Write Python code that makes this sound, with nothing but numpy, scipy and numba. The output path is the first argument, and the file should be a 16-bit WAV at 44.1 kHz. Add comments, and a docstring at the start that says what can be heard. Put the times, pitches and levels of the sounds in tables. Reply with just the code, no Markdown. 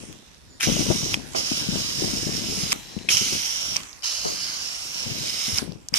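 """A hose-end foam gun is squeezed five times beside a soapy vehicle, heard at two unlike microphone ports.
First, eddies of a breeze thump mostly on the left port while suds fizz and drip, and a thin whistle sounds.
At 0.6 s the valve snaps, ringing the gun's modes; the barrel spits air and the turbulent jet hisses,
its colour shifting by interference with a panel echo as the gun sweeps past. Suds fizz in each pause,
joined in the second by a faint hollow hiss. The fifth squeeze begins just before the end."""
import sys
import numpy as np
from scipy import signal
from scipy.io import wavfile
from numba import njit

SR = 44100
rng = np.random.default_rng(int(sys.argv[2]) if len(sys.argv) > 2 else 0)


def log_audio(samples):
    """Write samples as a 16-bit WAV file to the path given in sys.argv[1]."""
    # one column per channel
    frames = np.atleast_2d(samples).T
    # limit to full scale, then quantise
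    limited = np.clip(frames, -1, 1)
    pcm = np.round(limited * 32767).astype(np.int16)
    wavfile.write(sys.argv[1], SR, pcm)


N = 263806
T = np.arange(N) / SR


def amp(db):
    """Decibels as an amplitude ratio."""
    return 10 ** (np.asarray(db) / 20)


def unit_rms(x):
    """Normalisation to unit power."""
    return x / np.sqrt(np.mean(x ** 2) + 1e-20)


def in_time(rows):
    """Linear interpolation of each column over the times in the first."""
    times_s, *columns = np.transpose(rows)
    return [np.interp(T, times_s, column) for column in columns]


def gate(start_s, end_s, rise_s, fall_s):
    """Trapezoidal envelope: rises from start_s, falls from end_s."""
    return np.clip(np.minimum((T - start_s) / rise_s, (end_s - T) / fall_s + 1), 0, 1)


def decay(start_s, fade_s):
    """Exponential decay from 1, silent before start_s."""
    return (T >= start_s) * np.exp(-np.abs(T - start_s) / fade_s)


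def panned(pan_db):
    """Constant-power gains for a level difference, left minus right."""
    left = amp(np.atleast_1d(pan_db))
    return np.array([left, np.ones_like(left)]) * np.sqrt(2 / (1 + left ** 2))


def drift(corner_hz):
    """Low-pass random fluctuation of unit variance."""
    pole = np.exp(-40 * np.pi * corner_hz / SR)
    slow = signal.lfilter([1], [1, -2 * pole, pole * pole], rng.standard_normal(N // 20 + 2002))[2000:]
    return np.interp(np.arange(N) / 20, np.arange(len(slow)), unit_rms(slow - slow.mean()))


def band(x, low_hz, high_hz):
    """Butterworth band-pass."""
    return signal.sosfilt(signal.butter(2, [low_hz, high_hz], "band", fs=SR, output="sos"), x)


@njit
def resonate(x, hz, radius):
    """Two-pole resonator with a moving centre and unit peak gain."""
    out = np.zeros(len(x))
    for i in range(2, len(x)):
        feedback = 2 * radius * np.cos(2 * np.pi / SR * hz[i]) * out[i - 1] - radius ** 2 * out[i - 2]
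        out[i] = (1 - radius ** 2) / 2 * (x[i] - x[i - 2]) + feedback
    return out


def lift(x, hz, width_hz, gain_db):
    """Resonant peak, or a dip if the gain is negative."""
    return x + (amp(gain_db) - 1) * resonate(x, hz * np.ones(N), np.exp(-np.pi * width_hz / SR))


def delayed(x, ms):
    """Propagation delay."""
    return np.interp(T - ms / 1000, T, x)


def ring(force, hz, t60_s):
    """Damped oscillator: a unit impulse starts a sine of height 1."""
    radius, step = amp(-60 / (t60_s * SR)), 2 * np.pi * hz / SR
    return signal.lfilter([0, np.sin(step)], [1, -2 * radius * np.cos(step), radius ** 2], force + 1e-18)


def coloured(white, spectrum, waver_db, tilt_db=lambda hz: 0):
    """Spectral shaping: two noises feed alternate quarter-octave bands, each wavering in level."""
    out, edges_hz = 0, 300 * 2 ** np.arange(0, 5.8, .25)
    points_hz, level_db = np.transpose(spectrum)
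    for k, (low, high) in enumerate(zip(edges_hz, edges_hz[1:])):
        hz = np.sqrt(low * high)
        gain_db = np.interp(np.log(hz), np.log(points_hz), level_db) + tilt_db(hz) + waver_db * drift(3.2)
        out = out + np.repeat(amp(gain_db[::16]), 16)[:N] * band(white[k % 2], low, high)
    return out


def grains(per_s, spread_db, shape):
    """Shot noise: random impulses of uneven size and sign."""
    sizes = amp(spread_db * np.minimum(rng.exponential(1, shape), 5)) * rng.choice([-1, 1], shape)
    return unit_rms(sizes * (rng.random(shape) < per_s / SR))


def street():
    """Band-limited noise: the steady low rumble of the street."""
    return amp(-62) * unit_rms(band(rng.standard_normal((2, N)), 170, 1240))


# Spectrum of the fizz: frequency_hz, level_db
SUDS_SPECTRUM = [(300, -13), (700, -1.5), (1500, -0.5), (2500, -0.5), (4000, -2.5), (6000, -4.5),
                 (8000, -4), (10500, -10), (14500, -15)]
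# Suds while the valve is shut (a negative fade swells): start_s, level_db, fade_db_per_s
PAUSES = [(0, -47, 26.5), (1.15, -46.5, -21), (2.73, -43.5, 21), (3.768, -41.5, 36), (5.59, -39, 105)]

def suds():
    """Shot noise of bursting bubbles over a soft hiss, louder as the last foam of a squeeze lands."""
    splash_db, rest_db, under_jet_db = 9, -57.5, -41.5
    bursts = amp(-2) * grains(per_s=900, spread_db=4, shape=(2, 2, N))
    fizz = coloured(bursts + rng.standard_normal((2, 2, N)), SUDS_SPECTRUM, waver_db=3)
    level_db = np.zeros(N)
    for start_s, start_db, fade_db_per_s in PAUSES:
        landing_db = splash_db * decay(start_s, .033) * (start_s > 0)
        level_db = np.where(T >= start_s, start_db - fade_db_per_s * (T - start_s) + landing_db, level_db)
    valve = valve_opening()
    return unit_rms(fizz) * ((1 - valve) * amp(np.maximum(level_db, rest_db)) + valve * amp(under_jet_db))


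# Breeze over the left port: time_s, level_db
BREEZE = [(0, -37.5), (.12, -43), (.3, -64), (.6, -51), (.68, -22.5), (.97, -30.5), (1.3, -37.5),
          (1.45, -39.5), (1.95, -35.5), (2.06, -28), (2.68, -34), (2.82, -44), (3.15, -40), (3.36, -36),
          (3.42, -51), (3.62, -51), (3.73, -41), (4.1, -70), (4.3, -44.5), (4.55, -52.5), (4.85, -63),
          (5.1, -31.5), (5.25, -39.5), (5.4, -47), (5.65, -32), (5.85, -59), (5.98, -59)]

def wind():
    """Turbulent pressure, independent at each port; every buffet leaves a wake on the left."""
    wake_db, wake_s, sharp_db_per_octave = -6, .03, 10
    start_s, buffet_db, pitch_hz = np.transpose(BUFFETS)
    kicks, onsets = np.zeros((2, N)), (start_s * SR).astype(int)
    kicks[0, onsets] = amp(buffet_db + wake_db)
    # quicker buffets leave sharper wakes
    kicks[1, onsets] = kicks[0, onsets] * amp(sharp_db_per_octave * np.log2(pitch_hz / 200))
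    wakes = signal.lfilter([1], [1, -np.exp(-1 / (wake_s * SR))], kicks)
    left, left_sharp = np.hypot(amp(in_time(BREEZE)[0]), wakes)
    right = amp(-54.5 + 2.5 * drift(4.2))    # the sheltered port
    level, sharp_level = np.array([left, right]), np.array([left_sharp, right])
    lumps, white = np.array([drift(52), drift(55)]), rng.standard_normal((3, 2, N))
    thump = level * unit_rms(band(white[0], 100, 317) * amp(3.9 * lumps))
    sharp = sharp_level * unit_rms(band(white[1], 280, 674) * amp(5.9 * lumps))
    sway = np.hypot(amp(-57.5 + 3.6 * drift(8)), amp(-10.5) * level)
    heave = sway * unit_rms(band(white[2], 37, 105))
    return thump + amp(-14) * sharp + heave


# Hardest blows of the wind on the left port: start_s, level_db, pitch_hz
BUFFETS = [(0.086, -31, 158), (0.671, -13.5, 304), (0.72, -17.5, 170), (0.759, -21, 209), (0.811, -25, 164),
           (0.879, -25, 163), (0.902, -12, 377), (0.949, -21, 223), (1.028, -21, 142), (1.059, -23, 364),
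           (1.115, -24.5, 106), (1.198, -40, 248), (1.514, -22, 275), (1.607, -29, 151),
           (1.687, -15.5, 191), (1.719, -21, 230), (1.757, -23, 187), (1.979, -29, 114), (2.019, -14, 326),
           (2.264, -20, 183), (2.344, -30, 205), (2.388, -29.5, 109), (2.439, -37, 213), (2.483, -25, 183),
           (2.574, -21, 182), (2.632, -20.5, 160), (2.965, -20.5, 200), (3.139, -28, 127),
           (3.212, -23, 193), (3.324, -24, 370), (3.35, -27, 182), (5.062, -26, 121), (5.108, -25.5, 135),
           (5.205, -31, 143), (5.479, -28, 230), (5.528, -25.5, 94.2), (5.62, -22, 236),
           (5.689, -24.5, 159), (5.751, -31, 148), (5.924, -29, 195)]

def buffets():
    """Transient response: each blow gives the left diaphragm a heavily damped swing."""
    out = np.zeros((2, N))
    for (start_s, level_db, pitch_hz), sign in zip(BUFFETS, rng.choice([-1, 1], len(BUFFETS))):
        cycles, at = T[:SR // 20] * pitch_hz, round(start_s * SR)
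        envelope = 4.28 * amp(level_db) * cycles * np.exp(-1.3 * cycles)
        out[0, at:at + len(cycles)] += sign * envelope * np.sin(2 * np.pi * cycles)
    return out


# Single drops landing: start_s, peak_db, pitch_hz, pan_db
DROPS = [(0.1274, -27, 3540, 11), (0.2942, -46.5, 5840, 6), (0.3461, -39, 5720, 4.5),
         (1.2194, -31, 5840, 14), (2.989, -27, 4050, 11), (3.8346, -28, 5360, 3), (3.93, -32, 5090, -3),
         (3.9594, -45, 4780, 3), (5.7215, -27, 4700, 3), (5.886, -18, 7200, 7), (5.8906, -33, 5850, 7)]

def drops():
    """Impact noise: each drop is a short splat, strongest around its pitch."""
    out, length = np.zeros((2, N)), round(.012 * SR)
    for start_s, peak_db, pitch_hz, pan_db in DROPS:
        impact = rng.standard_normal((2, length)) * np.exp(-T[:length] / .0009)
        splat = band(impact, .66 * pitch_hz, 1.13 * pitch_hz) + amp(-15.5) * band(impact, 2000, 12000)
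        at = round(start_s * SR)
        out[:, at:at + length] += amp(peak_db) * splat / np.abs(splat).max() * panned(pan_db)
    return out


# Faint whistle before the first squeeze: time_s, pitch_hz, level_db
WHISTLE = [(0.47, 7214, -71), (0.484, 7330, -59), (0.53, 6900, -58), (0.6, 7200, -64.5)]

def whistle():
    """Random frequency and amplitude modulation make a thin tone breathy."""
    pitch_hz, level_db = in_time(WHISTLE)
    tone = np.sin(2 * np.pi * np.cumsum(pitch_hz + 60 * drift(120)) / SR)
    envelope = amp(level_db + 3 * drift(43)) * gate(WHISTLE[0][0], WHISTLE[-1][0], .01, .005)
    return tone * envelope * panned(4)


# Modes of the gun: pitch_hz, level_db, t60_s
GUN_MODES = [(1340, -18, .01), (2330, -3, 0.024), (2506, 6, 0.012), (3140, 0.5, 0.019), (4940, 7.5, 0.0063),
             (5610, 3, 0.0099), (7000, -8, .006), (8850, -16, .006), (11300, -22, .005)]
# Valve and trigger snaps: start_s, peak_db, favoured_hz, upper_modes_db, pan_db
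SNAPS = [(0.599, -30, 2250, -20, 10), (0.6078, -10, 3250, -12, 11), (1.137, -20, 2240, -9, 17.5),
         (1.1422, -3.5, 2500, -13.5, 1.5), (1.348, -25, 2280, -8, 17), (2.7134, -33, 2000, -7, -10.5),
         (2.7202, -7.5, 2280, 0, 6), (3.0881, -6, 2500, -24, 8), (3.0914, -9.5, 2920, -15, -1),
         (3.17, -7, 3070, 0, -2), (3.176, -15, 2440, 2, 9.5), (3.7607, -15, 2830, -1, 28.5),
         (3.7662, -10.5, 3000, 3, -18), (4.023, -25, 2960, 4, 14), (5.5841, -8, 2970, 2, 0),
         (5.94, -4.5, 3200, -4, -1.5)]

def snaps():
    """Modal ringing: a brief rattle excites the gun, its lower modes most near the favoured pitch."""
    out, length, left_lag = np.zeros((2, N)), round(.03 * SR), 13    # samples
    for start_s, peak_db, favoured_hz, upper_db, pan_db in SNAPS:
        rattle = band(rng.standard_normal(length) * np.exp(-T[:length] / .00061), 980, 15500)
        snap = 0
        for hz, mode_db, t60_s in GUN_MODES:
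            drive_db = upper_db if hz > 4000 else -28 * abs(np.log2(hz / favoured_hz))
            snap = snap + amp(mode_db + drive_db) * ring(rattle, hz, t60_s)
        at = round(start_s * SR)
        snap = (amp(peak_db) * snap / np.abs(snap).max())[:N - at - left_lag]
        for port, onset, gain in zip(out, (at + left_lag, at), panned(pan_db)):
            port[onset:onset + len(snap)] += gain * snap
    return out


# Air spat out as water arrives: start_s, level_db, hold_s
SPITS = [(0.601, -25.5, .045), (3.085, -25.5, .006), (5.932, -37, .05)]

def spits():
    """Filtered shot noise: dense crackles ring in the barrel."""
    fade_db_per_s = 600
    crackle = grains(per_s=2800, spread_db=4.9, shape=N)
    barrel = unit_rms(band(crackle, 1550, 3530) + amp(-8) * band(crackle, 2700, 10000))
    envelope = 0
    for start_s, level_db, hold_s in SPITS:
        attack = np.clip((T - start_s) / .0032, 0, 1)
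        envelope = envelope + attack * amp(level_db - fade_db_per_s * np.maximum(T - start_s - hold_s, 0))
    return paths(barrel * envelope) * amp([[0], [-4]])


# Squeezes of the trigger: open_s, close_s, rise_s, surge_db
SQUEEZES = [(0.604, 1.142, 0.035, 9), (1.348, 2.72, 0.018, 2), (3.089, 3.764, .022, 4.5),
            (4.028, 5.579, .014, 0.5), (5.94, 6.202, 0.019, 0)]

def valve_opening():
    """The valve gates the flow: 0 shut, 1 open."""
    return sum(gate(open_s, close_s, rise_s, fall_s=.012) for open_s, close_s, rise_s, _ in SQUEEZES)


# Spectrum of the jet: frequency_hz, density_db
JET_SPECTRUM = [(300, -19), (600, -1.5), (1000, -5), (1800, -7), (2500, 1.5), (4000, -2.5), (5500, 0.5),
                (6700, -5.5), (7500, -12), (10000, -8), (12000, -11), (13300, -38), (14400, -7.5)]
# Resonances of the nozzle: centre_hz, width_hz, gain_db
NOZZLE_RESONANCES = [(2980, 380, 5), (6700, 350, 6), (8400, 280, 5), (11200, 500, 3), (14300, 500, 4)]
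# The gun sweeps away and back: time_s, level_db, left_lag_ms, bright_hz, hollow_hz, low_mids_db
SWEEP = [(.6, -47, 0.14, 5670, 3300, 3.5), (.75, -43.5, 0.096, 6020, 3400, 3.5),
         (1.1, -47.5, 0.03, 5770, 3900, 2.5), (1.35, -44.5, 0.0069, 4900, 3900, 2),
         (1.65, -46.5, -0.0073, 5060, 3900, 4), (2.03, -44, 0.015, 4970, 3830, 1.5),
         (2.36, -46, 0.075, 5370, 3600, 0.5), (2.7, -46.5, 0.18, 5070, 3440, 2.5),
         (3.1, -37.5, 0.14, 5550, 3100, 1.5), (3.3, -40, 0.091, 6000, 3230, 1),
         (3.75, -47, -0.036, 5500, 3600, 4), (4.05, -43, -0.14, 5370, 4150, 0),
         (4.37, -45.5, -0.16, 4920, 4270, 0), (4.63, -48.5, -0.066, 5120, 4560, 1.5),
         (4.97, -50, -0.069, 5550, 4460, 4), (5.2, -47.5, 0.059, 4800, 4000, 5.5),
         (5.55, -43.5, 0.13, 5500, 3550, 1.5), (5.98, -38.5, 0.27, 5370, 3300, 1)]

def jet():
    """Turbulent noise, coloured by the nozzle, reaches the ports directly and by scattering."""
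    level_db, lag_ms, bright_hz, hollow_hz, low_db = in_time(SWEEP)
    # the flow opens with a surge and a dull gulp, and spurts as the valve shuts
    surge_db = sum(db * np.exp(-np.abs(T - open_s - rise_s) / .05) for open_s, _, rise_s, db in SQUEEZES)
    gulp_db = 9.5 * sum(decay(open_s, .012) for open_s, *_ in SQUEEZES)
    spurt_db = 4 * sum(np.exp(-np.abs(T - close_s) / .012) for _, close_s, *_ in SQUEEZES)
    low_db = low_db + gulp_db + spurt_db
    treble_db = -1 + 14 * lag_ms + spurt_db

    def tilt_db(hz):
        """Shelving gains below and above the middle of the hiss."""
        return np.clip((4500 - hz) / 1000, 0, 1) * low_db + np.clip((hz - 6800) / 1500, 0, 1) * treble_db

    white = rng.standard_normal((2, 3, N)) * amp(.83 * drift(94) + drift(7.3))    # foam tears unevenly
    parts = coloured(white, JET_SPECTRUM, waver_db=1.1, tilt_db=tilt_db)
    for hz, width_hz, gain_db in [*NOZZLE_RESONANCES, (hollow_hz, 450, 3.5)]:
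        parts = [lift(part, hz, width_hz, gain_db) for part in parts]
    direct = parts[0] - .25 * delayed(parts[0], ms=1.15)    # echo off the hand and bottle
    diffuse = np.array(parts[1:])
    scattered = amp(-10) * diffuse + amp(6) * band(diffuse, 3840, 22000)
    left, right = paths(direct) + scattered
    # the bright band follows the aim
    pair = np.array([lift(left, bright_hz, 500, .53), lift(right, bright_hz, 520, 7.3)])
    mid_rms = np.sqrt(np.mean(band(direct, 4425, 5700) ** 2))
    envelope = amp(level_db + surge_db + spurt_db) * valve_opening()
    return pair / mid_rms * envelope * panned(4 - lag_ms)


def paths(x):
    """Comb filtering by an opposed panel echo; the left port is inverted and hears an edge echo too."""
    lag_ms = in_time(SWEEP)[1]
    left_panel = .45 * delayed(x, lag_ms + .547 + .03 * lag_ms)
    left_edge = .6 * delayed(x, lag_ms + .3)
    right_panel = .65 * delayed(x, .629 + .43 * lag_ms)
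    return np.array([left_panel + left_edge - delayed(x, lag_ms), x - right_panel])


# Puffs of air: start_s, level_db, fade_s, pan_db
PUFFS = [(1.345, -21, 0.032, -7.5), (2.725, -39, 0.043, -2), (4.247, -22.5, 0.044, 4),
         (5.235, -38, .04, -3)]

def puffs():
    """Decaying noise: short low puffs of air, heard in both channels with opposite polarity."""
    out, eddies = np.zeros((2, N)), unit_rms(band(rng.standard_normal(N), 170, 720))
    for start_s, level_db, fade_s, pan_db in PUFFS:
        envelope = np.clip((T - start_s) / .0032, 0, 1) * decay(start_s, fade_s)
        out += amp(level_db) * eddies * envelope * panned(pan_db) * [[-1], [1]]
    return out


# Bands of the hollow hiss: centre_hz, width_hz, level_db
HISS_BANDS = [(2460, 1500, -3), (3950, 300, 0), (6300, 1900, -3.5), (8900, 560, -13)]

def hollow_hiss():
    """Formant-like bands of noise sound hollow, mostly on the left, through the second pause."""
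    white = rng.standard_normal(N)
    hiss = sum(amp(db) * unit_rms(band(white, hz - width / 2, hz + width / 2))
               for hz, width, db in HISS_BANDS)
    return hiss * amp(-47) * gate(2.5, 3.08, rise_s=.089, fall_s=.013) * amp([[0], [-12]])


def ports(pair):
    """Port resonance: the right one rings, with a slight dip just below its peak."""
    right = lift(pair[1], hz=5550, width_hz=1500, gain_db=10)
    return np.array([pair[0], lift(right, hz=4000, width_hz=570, gain_db=-1)])


def scene():
    """Superposition: gun and foam pass through the port response; wind and street add directly."""
    top_hz = 14900
    spray = signal.sosfilt(signal.cheby2(10, 50, top_hz, fs=SR, output="sos"), jet() + suds())
    washing = spray + spits() + snaps() + drops() + whistle() + hollow_hiss()
    return ports(washing) + wind() + street() + buffets() + puffs()


def record(dry):
    """Hard clipping at full scale, then a steep low-pass."""
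    stop_hz = 16000
    return signal.sosfilt(signal.cheby2(12, 70, stop_hz, fs=SR, output="sos"), np.clip(dry, -1, 1))


dry = scene()
out = record(dry)
log_audio(out)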